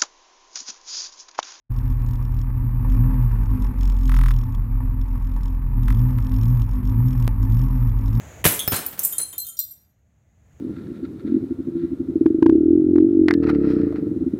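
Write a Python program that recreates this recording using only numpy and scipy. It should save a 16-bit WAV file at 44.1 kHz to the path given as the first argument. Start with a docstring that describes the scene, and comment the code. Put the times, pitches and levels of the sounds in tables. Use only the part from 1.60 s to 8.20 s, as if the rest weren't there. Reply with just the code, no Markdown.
"""Two four-cylinder engines, heard from one microphone in the bare cabin of a standing rally car.
One idles steadily; the other, close by, is blipped, runs down, then is blipped again and again.
Their exhaust pulses boom in the cabin and beat against each other over the clatter of valve gear.
Loose fittings tick on the crests of the boom, the bodywork knocks softly, a panel chatters
in short spells, and there is one dry click."""
import sys
import numpy as np
from scipy import signal
from scipy.fft import rfft, irfft
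from scipy.io import wavfile

SR = 44100
rng = np.random.default_rng(int(sys.argv[2]) if len(sys.argv) > 2 else 0)


def inscribe(sig):
    """Save sig as 16-bit PCM at rate SR to the path in sys.argv[1].

    A 1-D sig is mono; a 2-D sig holds one channel per row.
    Samples are clipped to [-1, 1] before scaling.
    """
    pcm = np.round(np.clip(np.atleast_2d(sig).T, -1, 1) * 32767)
    wavfile.write(sys.argv[1], SR, pcm.astype(np.int16))


N = 291060
TIME = np.arange(N) / SR
IDLE_HZ, REST_HZ = 43.042, 30.026  # firing rates: the steady engine, the blipped one at rest

# metal rung by valve gear and knocks: f/Hz, width/Hz, level/dB, polarity
METAL_MODES = [(534, 7.4, 8, 1), (885, 43, 6.5, 1), (960.5, 18, 9, 1), (1103, 23, 4.5, 1),
               (1556, 17, 0.5, 1), (1772, 29, 3.5, 1)]
# spectrum of valve gear and knocks at the microphone: f/Hz, relative level/dB
CLATTER_SPECTRUM = [(150, -4.5), (330, -1), (430, 3.5), (540, -4), (640, -6), (760, -4), (930, -0.5),
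                    (1200, 1), (1450, -7), (1850, -9), (2500, -11.5), (3100, -23), (6000, -30),
                    (15000, -31)]


def gain_of(db):
    """Decibels to amplitude."""
    return 10 ** (np.asarray(db) / 20)


def unit_rms(x):
    """Scales to rms 1."""
    return x / np.sqrt(np.mean(x ** 2) + 1e-20)


def wander(hz):
    """Random drift of rms 1, up to about the given rate."""
    f = np.fft.rfftfreq(N, 1 / SR)
    return unit_rms(irfft(rfft(rng.standard_normal(N)) / (1 + (f / hz) ** 4), N))


def colour(x, spectrum, size=4096):
    """Causal filter of unit energy, shaped by rows of f/Hz, level/dB."""
    hz, db = np.transpose(spectrum)
    f = abs(np.fft.fftfreq(size, 1 / SR))
    log_gain = np.log(gain_of(np.interp(np.log(f + 1), np.log(hz), db)))
    taps = np.fft.ifft(np.exp(np.conj(signal.hilbert(log_gain)))).real  # minimum phase
    return signal.oaconvolve(x, taps / np.linalg.norm(taps))[:N]


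def resonances(x, modes):
    """Rings damped modes, given as rows of f/Hz, width/Hz, level/dB, polarity."""
    f = np.fft.rfftfreq(2 * N, 1 / SR)
    response = sum(np.sign(sign) * gain_of(db) * 1j * f * width / (hz ** 2 - f ** 2 + 1j * f * width)
                   for hz, width, db, sign in modes)
    return irfft(rfft(x, 2 * N) * response)[:N]


def below(x, hz):
    """Low-pass without delay."""
    return signal.sosfiltfilt(signal.butter(3, hz, fs=SR, output="sos"), x)


def cycle_starts(cycles):
    """Samples at which a count of cycles passes a whole number."""
    return np.flatnonzero(np.diff(np.floor(cycles)) > 0)


def scrapes(at, sizes, decay_s):
    """A short burst of noise at each contact."""
    contacts = np.zeros(N)
    contacts[at] = sizes
    pole = np.exp(-1 / (decay_s * SR))
    envelope = signal.lfilter([np.sqrt(1 - pole * pole)], [1, -pole], contacts)
    return envelope * rng.standard_normal(N)


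def idling_engine(cycles, note_db=-19.0, waver=0.55):
    """The steady exhaust: a firm firing note and overtones that waver from cycle to cycle."""
    # exhaust overtones: multiple of the firing rate, level/dB
    orders = [(2, -33), (2.5, -37.5), (3, -38), (4, -47.5), (5, -46.5), (6, -39.5), (7, -57), (8, -66.5)]
    overtones = np.zeros(N)
    for order, db in orders:
        wavering = 1 + waver * (wander(11.5) + 1j * wander(13.6))  # in level and phase
        overtones += gain_of(db) * (wavering * np.exp(2j * np.pi * order * cycles)).real
    return gain_of(note_db) * np.cos(2 * np.pi * cycles) + overtones


def throttle(drop_s=.06, coast_s=.983, lead_s=0.033, pedal_s=0.014):
    """Blips raise the revs; one light touch near 2 s only swells the boom as the engine runs down."""
    # blips and the touch: start t/s, end t/s, firing rate at the end/Hz, share that drops fast, load/dB
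    presses = [(1.15, 1.502, 66, 0.086, 4.5), (1.903, 2.05, 49.55, 0.0044, 4.5),
               (4.078, 4.498, 64.2, 0.27, 3), (4.69, 4.929, 62, .22, 4), (5.2, 5.498, 64.5, .1, 4.5),
               (5.829, 6.091, 67.5, .15, 4.5), (6.428, 6.69, 64, .18, 3.5)]
    rate, push_db, coasted_s = np.full(N, REST_HZ), np.zeros(N), np.zeros(N)
    for start, end, end_hz, drop, load_db in presses:
        progress = np.clip((TIME - start) / (end - start), 0, 1)
        blend = np.sin(np.pi / 2 * progress) ** 1.571  # S-curve
        since = np.maximum(TIME - end, 0)
        left = drop * np.exp(-since / drop_s) + (1 - drop) * np.exp(-since / coast_s)
        rate = rate + blend * (REST_HZ + (end_hz - REST_HZ) * left - rate)
        # the throttle moves a little ahead of the speed and takes a moment to open or shut
        opened, shut = (.5 + .5 * np.tanh((TIME + lead_s - s) / pedal_s) for s in (start, end))
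        push_db += load_db * (opened - shut)
        coasted_s = coasted_s * (1 - opened) + since
    # with the throttle shut it fires harder at speed, softer the longer it coasts
    shut_db = -5 + 8 * np.log2(rate / REST_HZ) - 3 * coasted_s
    return rate, shut_db + push_db


def blipped_engine(rate, load_db, uneven=0.23, cylinders=(1.12, .92, 1.05, .9)):
    """Close by: one exhaust pulse a firing, no two alike, and a turbulent rush that grows with speed."""
    # boom of exhaust and cabin: f/Hz, width/Hz, level/dB, polarity at the microphone
    cabin_modes = [(43.06, 2.32, -7, 1), (60.7, 7.7, -39, -1), (90.4, 6.4, -30.5, 1), (107.9, 13, -24.5, 1),
                   (122.6, 7.8, -17.5, -1), (167.5, 2.5, -31.5, 1), (202.7, 10.5, -38.5, -1),
                   (221.3, 8.2, -34, 1), (256.3, 7.66, -28, -1), (294, 26, -49.5, 1), (338, 54, -50, -1)]
    at = cycle_starts(np.cumsum(rate) / SR)
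    strength = np.resize(cylinders, len(at)) * (1 + uneven * rng.standard_normal(N)[:len(at)])
    pulses = np.zeros(N)
    pulses[at] = strength * SR / (2 * rate[at])
    rush_db = 7.5 + 8 * np.log2(rate / rate.max())
    exhaust = pulses + gain_of(rush_db) * rng.standard_normal(N)
    # load hardens the pulses: the overtones grow more than the firing note
    bass = below(exhaust, hz=69.6)
    exhaust = bass * gain_of(0.22 * load_db) + (exhaust - bass) * gain_of(load_db)
    return resonances(below(exhaust, hz=423), cabin_modes)


def valve_clatter(idle_cycles, blipped_rate, trim_db=2.5, per_octave_db=4.5, throb=0.053, grain=0.26):
    """Valve gear rings the metal: two taps an idle firing in grainy noise, louder as the revs rise."""
    # clatter at resting speed: t/s, relative level/dB
    rest_levels = [(0, -51.5), (2.0, -51.5), (2.4, -53.5), (6.6, -53.5)]
    throbbing = 1 + throb * np.cos(2 * np.pi * idle_cycles)
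    drive = rng.standard_normal(N) * throbbing * np.exp(grain * wander(170))
    taps = cycle_starts(2 * idle_cycles)
    drive[taps] += gain_of(20) * rng.random(N)[:len(taps)]
    drive += resonances(drive, METAL_MODES)
    rest_db = np.interp(TIME, *np.transpose(rest_levels))
    revs_db = per_octave_db * np.log2(blipped_rate / REST_HZ)
    return unit_rms(colour(drive, CLATTER_SPECTRUM)) * gain_of(rest_db + revs_db + trim_db)


def loose_fittings(boom, trim_db=1.0, crest_db=-17.5, follow=0.52, scatter_db=1.0, cluster_db=6.0):
    """In spells, fittings touch on the crests of the low boom, in uneven clusters, harder on high ones."""
    # spells of ticking: start t/s, end t/s, relative level/dB
    spells = [(.1, .43, -70.5), (0.446, 0.816, -66.5), (1.29, 1.389, -66), (1.62, 1.881, -72.5),
              (1.89, 2.08, -63.5), (2.18, 2.949, -64.5), (3.4, 3.961, -67.5), (4.22, 4.42, -62),
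              (4.43, 5.68, -64), (5.82, 6.6, -67)]
    # spectrum of a tick: f/Hz, relative level/dB
    tick_spectrum = [(800, -22), (2400, -0.5), (3500, 3.5), (4300, -3.5), (5000, -3), (5450, 7.5),
                     (6000, -16.5), (6550, 4.5), (7200, -8.5), (8600, -8), (10000, -10), (15000, -28)]
    low = below(boom, hz=59.8)
    crests = signal.find_peaks(low, height=0, distance=SR // 60)[0]
    loose = sum(gain_of(db) * (start < TIME[crests]) * (TIME[crests] < end) for start, end, db in spells)
    chance_db = scatter_db * rng.standard_normal(N)[:len(crests)]
    chance_db += cluster_db * np.minimum(wander(10)[crests], 1)
    sizes = loose * (low[crests] / gain_of(crest_db)) ** follow * gain_of(trim_db + chance_db)
    ticks = scrapes(crests, sizes * np.sqrt(2 * N / len(crests)), decay_s=0.0027)
    return colour(ticks, tick_spectrum)


def body_knocks(trim_db=-5., decay_s=0.006, ring_db=38.):
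    """Dull taps in the bodywork ring the same metal as the valve gear."""
    # soft knocks: t/s, relative level/dB
    knocks = [(1.247, -36.5), (1.443, -42), (1.51, -41.5), (1.814, -45), (2.044, -40), (3.205, -38),
              (3.556, -41), (3.612, -46), (3.764, -39), (3.859, -43)]
    times, db = np.transpose(knocks)
    at, blows = (times * SR).astype(int), np.zeros(N)
    blows[at] = gain_of(db + trim_db)
    taps = scrapes(at, blows[at] * np.sqrt(decay_s * SR / 2), decay_s)
    ring = gain_of(ring_db) * resonances(blows, METAL_MODES)
    return colour(taps + ring, CLATTER_SPECTRUM) / 2


def panel_chatter(rate, decay_s=0.0032, trim_db=1.0, vary=0.23):
    """In spells, a panel knocks once a joint swing of the two engines, each crunch much like the last."""
    # spells of chatter: first knock t/s, end t/s, relative level/dB
    spells = [(2.494, 2.72, -9), (4.282, 4.315, -9.5), (4.326, 4.34, -19.5), (4.585, 4.6, -16.5)]
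    # spectrum of the panel: f/Hz, relative level/dB
    panel_spectrum = [(400, -26.5), (700, -11), (950, 1.5), (1200, 5), (1500, -0.5), (1850, 2),
                      (2200, -5.5), (2600, -8.5), (3000, -12.5), (3800, -13.5), (4500, -18), (8000, -24),
                      (15000, -22)]
    swings = np.cumsum(rate + IDLE_HZ) / (2 * SR)  # at the mean of the two firing rates
    blows = np.zeros(N)
    for start, end, db in spells:
        first = int(start * SR)
        repeats = cycle_starts(swings[first:int(end * SR)] - swings[first])
        blows[first + np.append(0, repeats)] = gain_of(db)
    crunch = rng.standard_normal(1024) * np.exp(-TIME[:1024] / decay_s)
    crunch = irfft(np.exp(1j * np.angle(rfft(crunch))))  # even in colour, spread in time
    at = np.flatnonzero(blows)
    contact = signal.oaconvolve(blows, crunch[:len(crunch) // 2])[:N]
    contact += vary * scrapes(at, blows[at], decay_s)
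    return gain_of(trim_db) * colour(contact, panel_spectrum)


def click():
    """A single dry snap: a step in pressure that dies at once."""
    # the snap: t/s, level/dB, decay/s
    snap = (5.6785, -11, .0004)
    start, db, decay_s = snap
    return -gain_of(db) * (TIME >= start) * np.exp(-abs(TIME - start) / decay_s)


def scene(drift_cycles=.025):
    """Both engines and everything they shake, summed at the microphone in the cabin."""
    idle_cycles = IDLE_HZ * TIME + drift_cycles * wander(1.5)
    rate, load_db = throttle()
    boom = idling_engine(idle_cycles) + blipped_engine(rate, load_db)
    clatter = valve_clatter(idle_cycles, rate)
    rattles = loose_fittings(boom) + panel_chatter(rate) + body_knocks() + click()
    return (boom + clatter + rattles)[None]


def record(dry, jitter_samples=1.3, jitter_hz=12000, opens_s=0.095, rise_s=0.017, edge_hz=15600):
    """An uneven sample clock mirrors the sound faintly into the treble; it fades in, band-limited."""
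    timing_error = jitter_samples * np.cos(2 * np.pi * jitter_hz * TIME)
    slope = signal.sosfilt(signal.butter(2, 4500, fs=SR, output="sos"), np.gradient(dry, axis=1))
    fade = gain_of(-64) + np.clip((TIME - opens_s) / rise_s, 0, 1)
    heard = (dry + slope * timing_error) * fade
    band_limit = signal.firwin(511, edge_hz, window=("kaiser", 9), fs=SR)
    return signal.oaconvolve(heard, band_limit[None], "same")


dry = scene()
out = record(dry)
inscribe(out)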